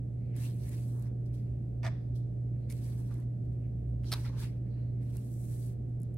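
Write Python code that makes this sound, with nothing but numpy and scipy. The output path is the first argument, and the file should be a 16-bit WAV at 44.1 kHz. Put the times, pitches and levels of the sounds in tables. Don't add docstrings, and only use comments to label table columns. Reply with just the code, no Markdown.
import sys
import numpy as np
from scipy import signal
from scipy.fft import rfft, irfft, next_fast_len
from scipy.io import wavfile
from scipy.ndimage import uniform_filter1d, map_coordinates

SR = 44100
rng = np.random.default_rng(int(sys.argv[2]) if len(sys.argv) > 2 else 0)


def int16_out(signal):
    q = np.round(np.clip(np.atleast_2d(signal).T, -1, 1) * 32767)
    wavfile.write(sys.argv[1], SR, q.astype(np.int16))


N = 272493


def amp(db):
    return 10 ** (np.asarray(db) / 20)


def unit(x):
    return x / np.sqrt(np.mean(np.abs(x) ** 2) + 1e-20)


def along(points, hz):
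    point_hz, values = np.transpose(points)
    return np.interp(np.log(hz + 1), np.log(point_hz + 1), values)


def curves(rows):
    s, *columns = np.transpose(rows)
    return [np.interp(np.arange(N) / SR, s, column) for column in columns]


def wobble(rate):
    points = rng.standard_normal(int(N * rate / SR) + 4)
    return map_coordinates(points, [np.arange(N) * rate / SR])


def filtered(x, response):
    m = next_fast_len(N + SR // 2)
    return irfft(rfft(x, m) * response(np.fft.rfftfreq(m, 1 / SR)), m)[..., :N]


def modes(table):
    def response(f):
        total = 0
        for k, (center, width, db) in enumerate(table):
            resonance = 1j * f * width / (center * center - f * f + 1j * f * width)
            total = total + (-1) ** k * amp(db) * resonance
        return total
    return response


def bumps(rows):
    t = np.arange(N) / SR
    return sum(amp(db - 20 * np.maximum((s - t) / rise, (t - s) / fall)) for s, db, rise, fall in rows)


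def swells(rows):
    return bumps((s, db, half, half) for s, db, half in rows)


def grit(depth_db, smooth=12):
    slips = uniform_filter1d(rng.standard_normal(N), size=smooth)
    return rng.standard_normal((2, N)) * amp(depth_db * unit(slips))


def spread(pair, spectrum, alike):
    def weights(hz):
        turn = np.arccos(np.clip(along(alike, hz), -1, 1)) / 2
        return amp(along(spectrum, hz)) * [np.cos(turn), np.sin(turn)]

    mid, side = filtered(pair, weights)
    return unit(np.array([mid + side, mid - side]))


def air_handler():
    # pitch in Hz, level in dB relative to the changing hum level.
    hum_lines = [(120, -1), (600, -37), (720, -41)]
    # time in seconds, level in dB.
    hum_level = [(0.06, -36.5), (0.47, -33.5), (0.67, -36.5), (0.82, -33.5), (1.79, -36), (1.87, -31.5),
                 (2.03, -38.5), (2.09, -33.5), (2.2, -31.5), (2.25, -34.5), (2.57, -34), (2.71, -36.5),
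                 (2.74, -35), (4.62, -35), (5.11, -34), (5.25, -37.5), (5.57, -35.5), (6.15, -36.5)]
    # middle pitch in Hz, random phase points a second, size of the phase turn in radians.
    duct_hz, rate, turn = (63.5, 7.8, 1)
    # time in seconds, level in dB.
    duct_level = [(0.06, -49), (0.58, -66), (0.63, -44), (0.89, -59), (1.14, -45), (1.21, -60), (1.31, -40),
                  (1.43, -60), (1.52, -39.5), (1.65, -49.5), (1.72, -43.5), (2.06, -54), (2.13, -41.5),
                  (2.18, -55), (2.55, -46), (3.27, -50), (3.32, -65.5), (3.5, -41.5), (3.57, -48.5),
                  (3.94, -38), (4.18, -50), (4.22, -45), (4.59, -49), (4.81, -44), (4.91, -49.5),
                  (6.15, -52.5)]
    # frequency in Hz, relative level in dB per Hz.
    air_color = [(20, -26.5), (40, -4), (90, 0), (140, 1), (220, -4), (400, -13), (590, -19.5),
                 (800, -29.5), (1000, -42), (2000, -46.5), (3200, -54), (6500, -57.5), (9500, -58.5),
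                 (12800, -60.5), (14400, -55), (15800, -62)]
    # frequency in Hz, left-right likeness of the rush (1 same, -1 opposite).
    air_alike = [(60, 0.98), (130, 0.86), (290, 0.8), (640, -0.62), (1400, -0.36), (3100, 0.019),
                 (7300, -0.2), (7600, 1), (11600, 0.97), (12000, 0.33), (12800, -0.5), (13300, -0.95),
                 (15000, -.95), (15600, -.5)]
    rush_db = -44

    t = np.arange(N) / SR
    (hum_db,), (duct_db,) = curves(hum_level), curves(duct_level)
    hum = sum(amp(db) * np.sqrt(2) * np.sin(2 * np.pi * hz * t + 0.2 * wobble(0.95))
              for hz, db in hum_lines)
    rumble = np.sin(2 * np.pi * duct_hz * t + turn * wobble(rate))
    rush = spread(rng.standard_normal((2, N)), air_color, air_alike)
    hum = hum * amp(hum_db + [[-1], [1]])
    duct = unit(rumble) * amp(duct_db + [[-.5], [.5]])
    return hum + duct + amp(rush_db) * rush * amp([[-.6], [.6]])


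def strokes():
    # time in seconds, treble hiss in dB, duller rustle in dB.
    stroke_rows = [
        [(.345, -80.5, -79.5), (.365, -61.5, -73), (.41, -55, -65), (.46, -53, -64), (.5, -64, -74.5),
         (.56, -66, -79.5), (.725, -58.5, -66.5), (.87, -64.5, -81), (1.0, -68, -90), (1.03, -67.5, -81),
         (1.08, -74.5, -76.5)],
        [(2.7, -62.5, -71), (2.745, -62.5, -75.5), (2.81, -64.5, -77), (2.85, -60, -72.5), (2.96, -66, -79),
         (2.99, -63.5, -79), (3.1, -72, -81.5), (3.145, -70, -78), (3.23, -75, -80.5)],
        [(4.035, -73, -90), (4.05, -68, -71), (4.09, -63, -71), (4.16, -59.5, -57), (4.23, -61.5, -73),
         (4.256, -60.5, -60), (4.33, -76, -72), (4.37, -69, -70.5), (4.4, -53, -62.5), (4.44, -56, -62),
         (4.49, -70, -69), (4.52, -75.5, -75), (4.57, -87.5, -81.5)],
        [(5.01, -84.5, -87), (5.03, -69.5, -83), (5.065, -73.5, -83), (5.16, -63, -80.5), (5.21, -66, -83),
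         (5.39, -62.5, -87), (5.52, -58, -79), (5.66, -60, -80), (5.73, -69.5, -85.5)],
    ]
    lift_s = 0.04
    silent = (-120, -120)
    rows = []
    for stroke in stroke_rows:
        rows += [(stroke[0][0] - lift_s, *silent), *stroke, (stroke[-1][0] + 2 * lift_s, *silent)]
    return curves(rows)


def crackle():
    snaps_per_s, snap_db, scatter_db = 300, -1, 1.5
    sizes = amp(snap_db + scatter_db * rng.standard_normal(N))
    snaps = (rng.random(N) < snaps_per_s / SR) * sizes
    return 1 + np.convolve(snaps, np.hanning(24), "same")


def patchy(pair, depth_db):
    z = signal.stft(pair, nperseg=256)[2]
    field = uniform_filter1d(rng.standard_normal(z.shape[1:]), size=6, axis=0)
    field = uniform_filter1d(field, size=12, axis=1)
    return signal.istft(z * amp(depth_db * unit(field)), nperseg=256)[1][:, :N]


def brushing():
    # frequency in Hz, relative dB per Hz.
    hair_color = [(3000, -46.5), (5500, -5.5), (7000, -2), (8800, 0), (10500, -2), (12300, 1), (13500, 1),
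                  (15700, 0.5)]
    bristle_color = [(2200, -43.5), (3100, -8), (3800, -6.5), (4300, -5), (4900, -6.5), (6200, -9.5),
                     (9000, -36.5)]
    sleeve_color = [(1200, -50), (1650, -5.5), (2200, -3), (2800, -5.5), (3500, -22), (5500, -32.5)]
    rub_color = [(550, -44.5), (850, 1.5), (1300, -5.5), (1700, -5), (2600, -42)]
    # frequency in Hz, left-right likeness (1 same, -1 opposite).
    alike = [(1000, 0.5), (3000, 0), (4500, -.4), (7400, -0.2), (7700, 1), (11500, 1), (11900, 0.2),
             (12700, -.4), (13100, -.8), (13300, -1), (15000, -1), (15600, -.6)]
    # peak in seconds, level in dB, seconds to fall 20 dB.
    touches = [(1.262, -70, 0.035), (1.342, -67, 0.12), (2.158, -67, 0.046), (2.178, -75, 0.046),
               (3.451, -83, 0.036), (3.531, -79.5, 0.035), (3.89, -80.5, .05), (6.042, -80.5, .04)]
    # peak in seconds, level in dB, seconds to rise or fall 20 dB.
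    swishes = [(2.25, -82.5, .06), (4.088, -58.5, 0.047), (4.26, -67, 0.015)]
    # peak in seconds, level in dB, seconds to rise or fall 20 dB.
    rustles = [(.22, -85.5, 0.053), (.33, -73.5, 0.093), (1.37, -80.5, 0.17), (1.53, -83.5, .15),
               (2.61, -80.5, 0.17), (3.65, -79, 0.09), (3.86, -85, 0.063), (4.68, -92, .08),
               (4.8, -78.5, 0.18), (5.035, -82, 0.049)]
    # peak in seconds, level in dB, seconds to rise or fall 20 dB.
    rubs = [(1.0, -71.5, 0.17), (1.37, -85, 0.13), (2.99, -72, .05), (3.113, -66, .03), (3.19, -74, 0.087),
            (4.17, -62, .08), (4.256, -68, 0.032), (4.346, -63.5, 0.072), (4.43, -64.5, 0.02),
            (4.8, -79.5, .2), (5.16, -77.5, .08)]
    # levels of hair, bristles, sleeve and rub in dB.
    rest = (-99, -100, -93, -92.5)

    hiss_db, rustle_db = strokes()
    swish_db = 0.33 * hiss_db + 0.67 * rustle_db + 0.5
    touch = bumps((s, db, 0.015, fade) for s, db, fade in touches)
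    stir = [amp(db + 2.4 * wobble(24)) for db in rest]
    tug = wobble(60)

    hair_level = (amp(hiss_db) + touch + stir[0]) * amp(0.72 * tug)
    hair = hair_level * spread(patchy(crackle() * grit(2.0), depth_db=0.4), hair_color, alike)

    swish_level = amp(swish_db) + amp(-1.5) * touch + swells(swishes) + stir[1]
    swish_level = swish_level * amp(1.1 * tug + 0.87 * wobble(30))
    swish_noise = patchy(crackle() * grit(2.0, smooth=25), depth_db=2.0)
    swish = swish_level * spread(swish_noise, bristle_color, alike)

    cloth_level = amp(rustle_db) + swells(rustles) + stir[2]
    cloth_level = cloth_level * amp(1.0 * tug + 0.4 * wobble(30))
    cloth = cloth_level * spread(patchy(grit(0.59, smooth=40), depth_db=2.5), sleeve_color, alike)

    rub_level = amp(rustle_db - 4.5) + swells(rubs) + stir[3]
    rub_level = rub_level * amp(1.6 * tug + 1.2 * wobble(30))
    rub = rub_level * spread(grit(1.6, smooth=60), rub_color, alike)
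    return hair + swish * amp([[-.8], [.8]]) + cloth + rub


def airy_swishes():
    # peak in seconds, level in dB, seconds to rise or fall 20 dB, pitch in Hz,
    # width in Hz of a resonance that is applied twice.
    swish_rows = [(.26, -85, 0.13, 4200, 800), (.22, -83.5, .08, 2100, 500), (.3, -73.5, 0.096, 2250, 600),
                  (0.45, -62, 0.064, 2710, 500), (2.64, -81, 0.11, 4200, 800), (2.78, -75, .12, 2200, 698),
                  (2.85, -78, .1, 1800, 600), (3.2, -75.5, .08, 1900, 900), (4.074, -60, 0.024, 4060, 806),
                  (4.2, -72, .06, 4100, 500), (4.43, -64, .06, 3500, 1200), (4.679, -81, .06, 1895, 602),
                  (4.8, -77, 0.11, 2000, 602), (4.738, -76.5, 0.1, 4260, 700),
                  (4.815, -80.5, 0.12, 4180, 588), (4.895, -87, .12, 4260, 600),
                  (5.026, -78, 0.069, 2180, 500), (5.154, -78, .15, 2440, 500)]
    air = grit(1.5) * amp(1.5 * wobble(22))
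    total = 0
    for s, db, half, hz, width_hz in swish_rows:
        band = filtered(air, lambda f: modes([(hz, width_hz, 0)])(f) ** 2)
        total = total + swells([(s, db, half)]) * unit(band)
    return total


def pings():
    # start in seconds, level in dB before the fades, pitch in Hz, seconds to fall 60 dB.
    ping_rows = [(.301, -72, 8500, .008), (1.846, -45, 1920, 0.047), (1.848, -57.5, 4680, .03),
                 (1.85, -53, 5750, .03), (1.861, -43, 1920, 0.043), (1.862, -53, 5500, .03),
                 (1.867, -43.5, 1980, 0.027), (2.702, -51, 2250, .06), (2.843, -60, 4120, .02),
                 (3.109, -55, 1380, .03), (3.124, -62, 1150, .03), (3.221, -62, 2000, .03),
                 (4.246, -48.5, 1990, .06), (4.258, -47, 1370, 0.047), (4.298, -52, 1090, .03),
                 (4.334, -57, 1035, .06), (4.366, -57.5, 1530, .04), (4.389, -56, 1010, .03),
                 (4.401, -50, 1650, .04), (4.431, -57, 5600, .04), (4.446, -56, 1500, 0.041),
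                 (5.178, -63, 2760, .04)]
    rise_s = .002
    t = np.arange(N) / SR
    total = 0
    for s, db, hz, t60 in ping_rows:
        after = np.clip(t - s, 0, 1)
        level = amp(db - 60 * after / t60) * (1 - np.exp(-after / rise_s))
        total = total + level * np.sin(2 * np.pi * hz * after)
    return total


def facing(hz):
    # frequency in Hz, phase turn in radians on each side.
    ports = [(4500, .15), (5500, .45), (7500, 0.45), (10500, 0.15), (11500, 0.4), (12300, .9), (13400, 1.1),
             (15000, 1.4)]
    return np.exp(1j * np.array([[1], [-1]]) * along(ports, hz))


def ticks():
    # start in seconds, level in dB, dull part in dB, bright part in dB
    tick_rows = [(0.365, -43, -14, -13), (0.6933, -43, -18, -11), (0.779, -61, -8, -27.5),
                 (0.794, -58.5, -4, -17.5), (0.852, -59, -16, -9.5), (0.996, -48, -33, -15),
                 (1.0242, -45, -29, -15), (1.0772, -56.5, -30, -19.5), (1.8317, -51, -6, -22),
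                 (1.842, -54, -19, -16.5), (3.1094, -63.5, -1, -17), (3.124, -55.5, -1, -16),
                 (3.142, -48.5, -25.5, -13.5), (3.1811, -63, -30, -8), (3.202, -61, -11, -9.5),
                 (3.222, -55.5, -13.5, -28.5), (4.0363, -56, -2, -21.5), (4.044, -51.5, 1, -25.5),
                 (4.252, -52, 4, -20), (4.2612, -51.5, -21, -20), (4.382, -56, 1, -24.5),
                 (4.393, -54.5, -5.5, -22.5), (5.108, -62.5, -30, -12.5), (5.14, -62.5, -25, -12.5),
                 (5.169, -41, -34, -11), (5.181, -59.5, -0.5, -20.5), (5.885, -65, -24, -16),
                 (5.896, -68, -28, -12.5), (6.0021, -56, -22, -12.5), (6.0182, -56.5, -25, -6),
                 (6.0326, -38, -34, -21.5), (6.1432, -56, -15, -10)]
    dull, bright, t = np.zeros(N + SR), np.zeros(N + SR), np.arange(SR // 50) / SR
    fade_db = -60 * t / .007
    for s, db, dull_db, bright_db in tick_rows:
        puff = amp(db + fade_db) * rng.choice([-1, 1], len(t))
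        start = round(s * SR)
        dull[start:][:len(t)] += amp(dull_db + 10.5) * puff
        bright[start:][:len(t)] += amp(bright_db + 14.0) * puff
    dull = filtered(dull[:N], lambda f: modes([(2000, 2600, 0)])(f) ** 2)
    bright = filtered(bright[:N], lambda f: modes([(10500, 11000, 0)])(f) ** 2 * facing(f))
    return dull + bright


def scuff(slips, body, pan, aside_db):
    level = bumps((s, db, 0.0035, 0.0071) for s, db in slips)
    ring = modes(body)
    gain = np.sqrt(np.mean(np.abs(ring(np.linspace(1, SR / 2, 4000))) ** 2))
    near, aside = filtered(level * grit(2.9, smooth=45), ring) / gain
    # (Hz, dB)
    aside_color = [(600, -1.5), (2000, -6), (6000, 1.0), (8500, -11.5)]
    aside = filtered(aside, lambda f: amp(aside_db + along(aside_color, f)))
    both = filtered(near, facing) + aside * [[1], [-1]]
    return filtered(both, lambda f: amp(along(pan, f) / 2 * [[1], [-1]]))


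def pick_up_scuff():
    # slip in seconds, level in dB.
    slips = [(1.8318, -43.5), (1.837, -51), (1.842, -45), (1.848, -35.5), (1.855, -36.5), (1.864, -35),
             (1.869, -41.5), (1.876, -39.5), (1.884, -52)]
    # resonance in Hz, width in Hz, relative level in dB.
    body = [(648, 45, 10.5), (995, 56, 1.5), (1203, 110, -2), (1480, 82, -3.5), (1680, 120, -1),
            (1890, 200, 1), (2200, 250, -3), (2530, 230, -5.5), (3460, 300, -11.5), (4120, 200, -16),
            (4500, 350, -13.5), (5240, 300, -16), (5800, 200, -12.5), (8160, 680, -23),
            (12000, 2700, -28.5), (6770, 6000, -34)]
    return scuff(slips, body, pan=[(1000, -0.56)], aside_db=-4.0)


def landing_scuff():
    # slip in seconds, level in dB.
    slips = [(2.701, -53.5), (2.708, -51.5), (2.716, -55), (2.724, -51.5)]
    # resonance in Hz, width in Hz, relative level in dB.
    body = [(1450, 230, -15.5), (2220, 140, 1.5), (4500, 1900, -9), (6960, 890, -6), (9100, 1500, -4),
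            (12800, 3900, -8.5)]
    return scuff(slips, body, pan=[(1000, -3.5)], aside_db=-11.5)


def scrape_scuff():
    # slip in seconds, level in dB.
    slips = [(4.119, -33.5), (4.127, -29), (4.136, -30), (4.142, -48.5)]
    # resonance in Hz, width in Hz, relative level in dB.
    body = [(430, 74, -5), (816, 590, -10), (1290, 130, -0.5), (2045, 660, -8.5), (4020, 680, -0.5),
            (5060, 980, -4), (8920, 580, -10), (12700, 2100, -12.5), (15300, 990, -26)]
    # frequency in Hz, left minus right in dB.
    pan = [(700, 0.5), (2400, .5), (4400, -1.5), (8100, -1.5)]
    return scuff(slips, body, pan=pan, aside_db=-12.5)


def room(x):
    # frequency in Hz, seconds to die away by 60 dB.
    decay = [(300, 0.44), (640, 0.46), (1000, 0.41), (2500, 0.43), (5000, 0.67), (7000, 0.18),
             (12000, 0.13)]
    late = np.pad(x.mean(0), (400, 0))[:N]
    hz, t, z = signal.stft(late, SR, nperseg=256)
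    keep = amp(-120 * t[1] / along(decay, hz))
    power = np.array([signal.lfilter([1 - k], [1, -k], row) for k, row in zip(keep, np.abs(z) ** 2)])
    diffuse = unit(signal.stft(rng.standard_normal((2, N)), SR, nperseg=256)[2])
    return signal.istft(diffuse * np.sqrt(power), SR, nperseg=256)[1][:, :N]


def scene():
    pick_up = pick_up_scuff()
    others = landing_scuff() + scrape_scuff() + pings() + ticks()
    struck = pick_up + amp(-10.5) * room(pick_up) + others + amp(-19.0) * room(others)
    return struck + brushing() + airy_swishes() + air_handler()


def record(dry):
    top_hz = 15830
    return filtered(dry, lambda hz: hz < top_hz)


dry = scene()
out = record(dry)
int16_out(out)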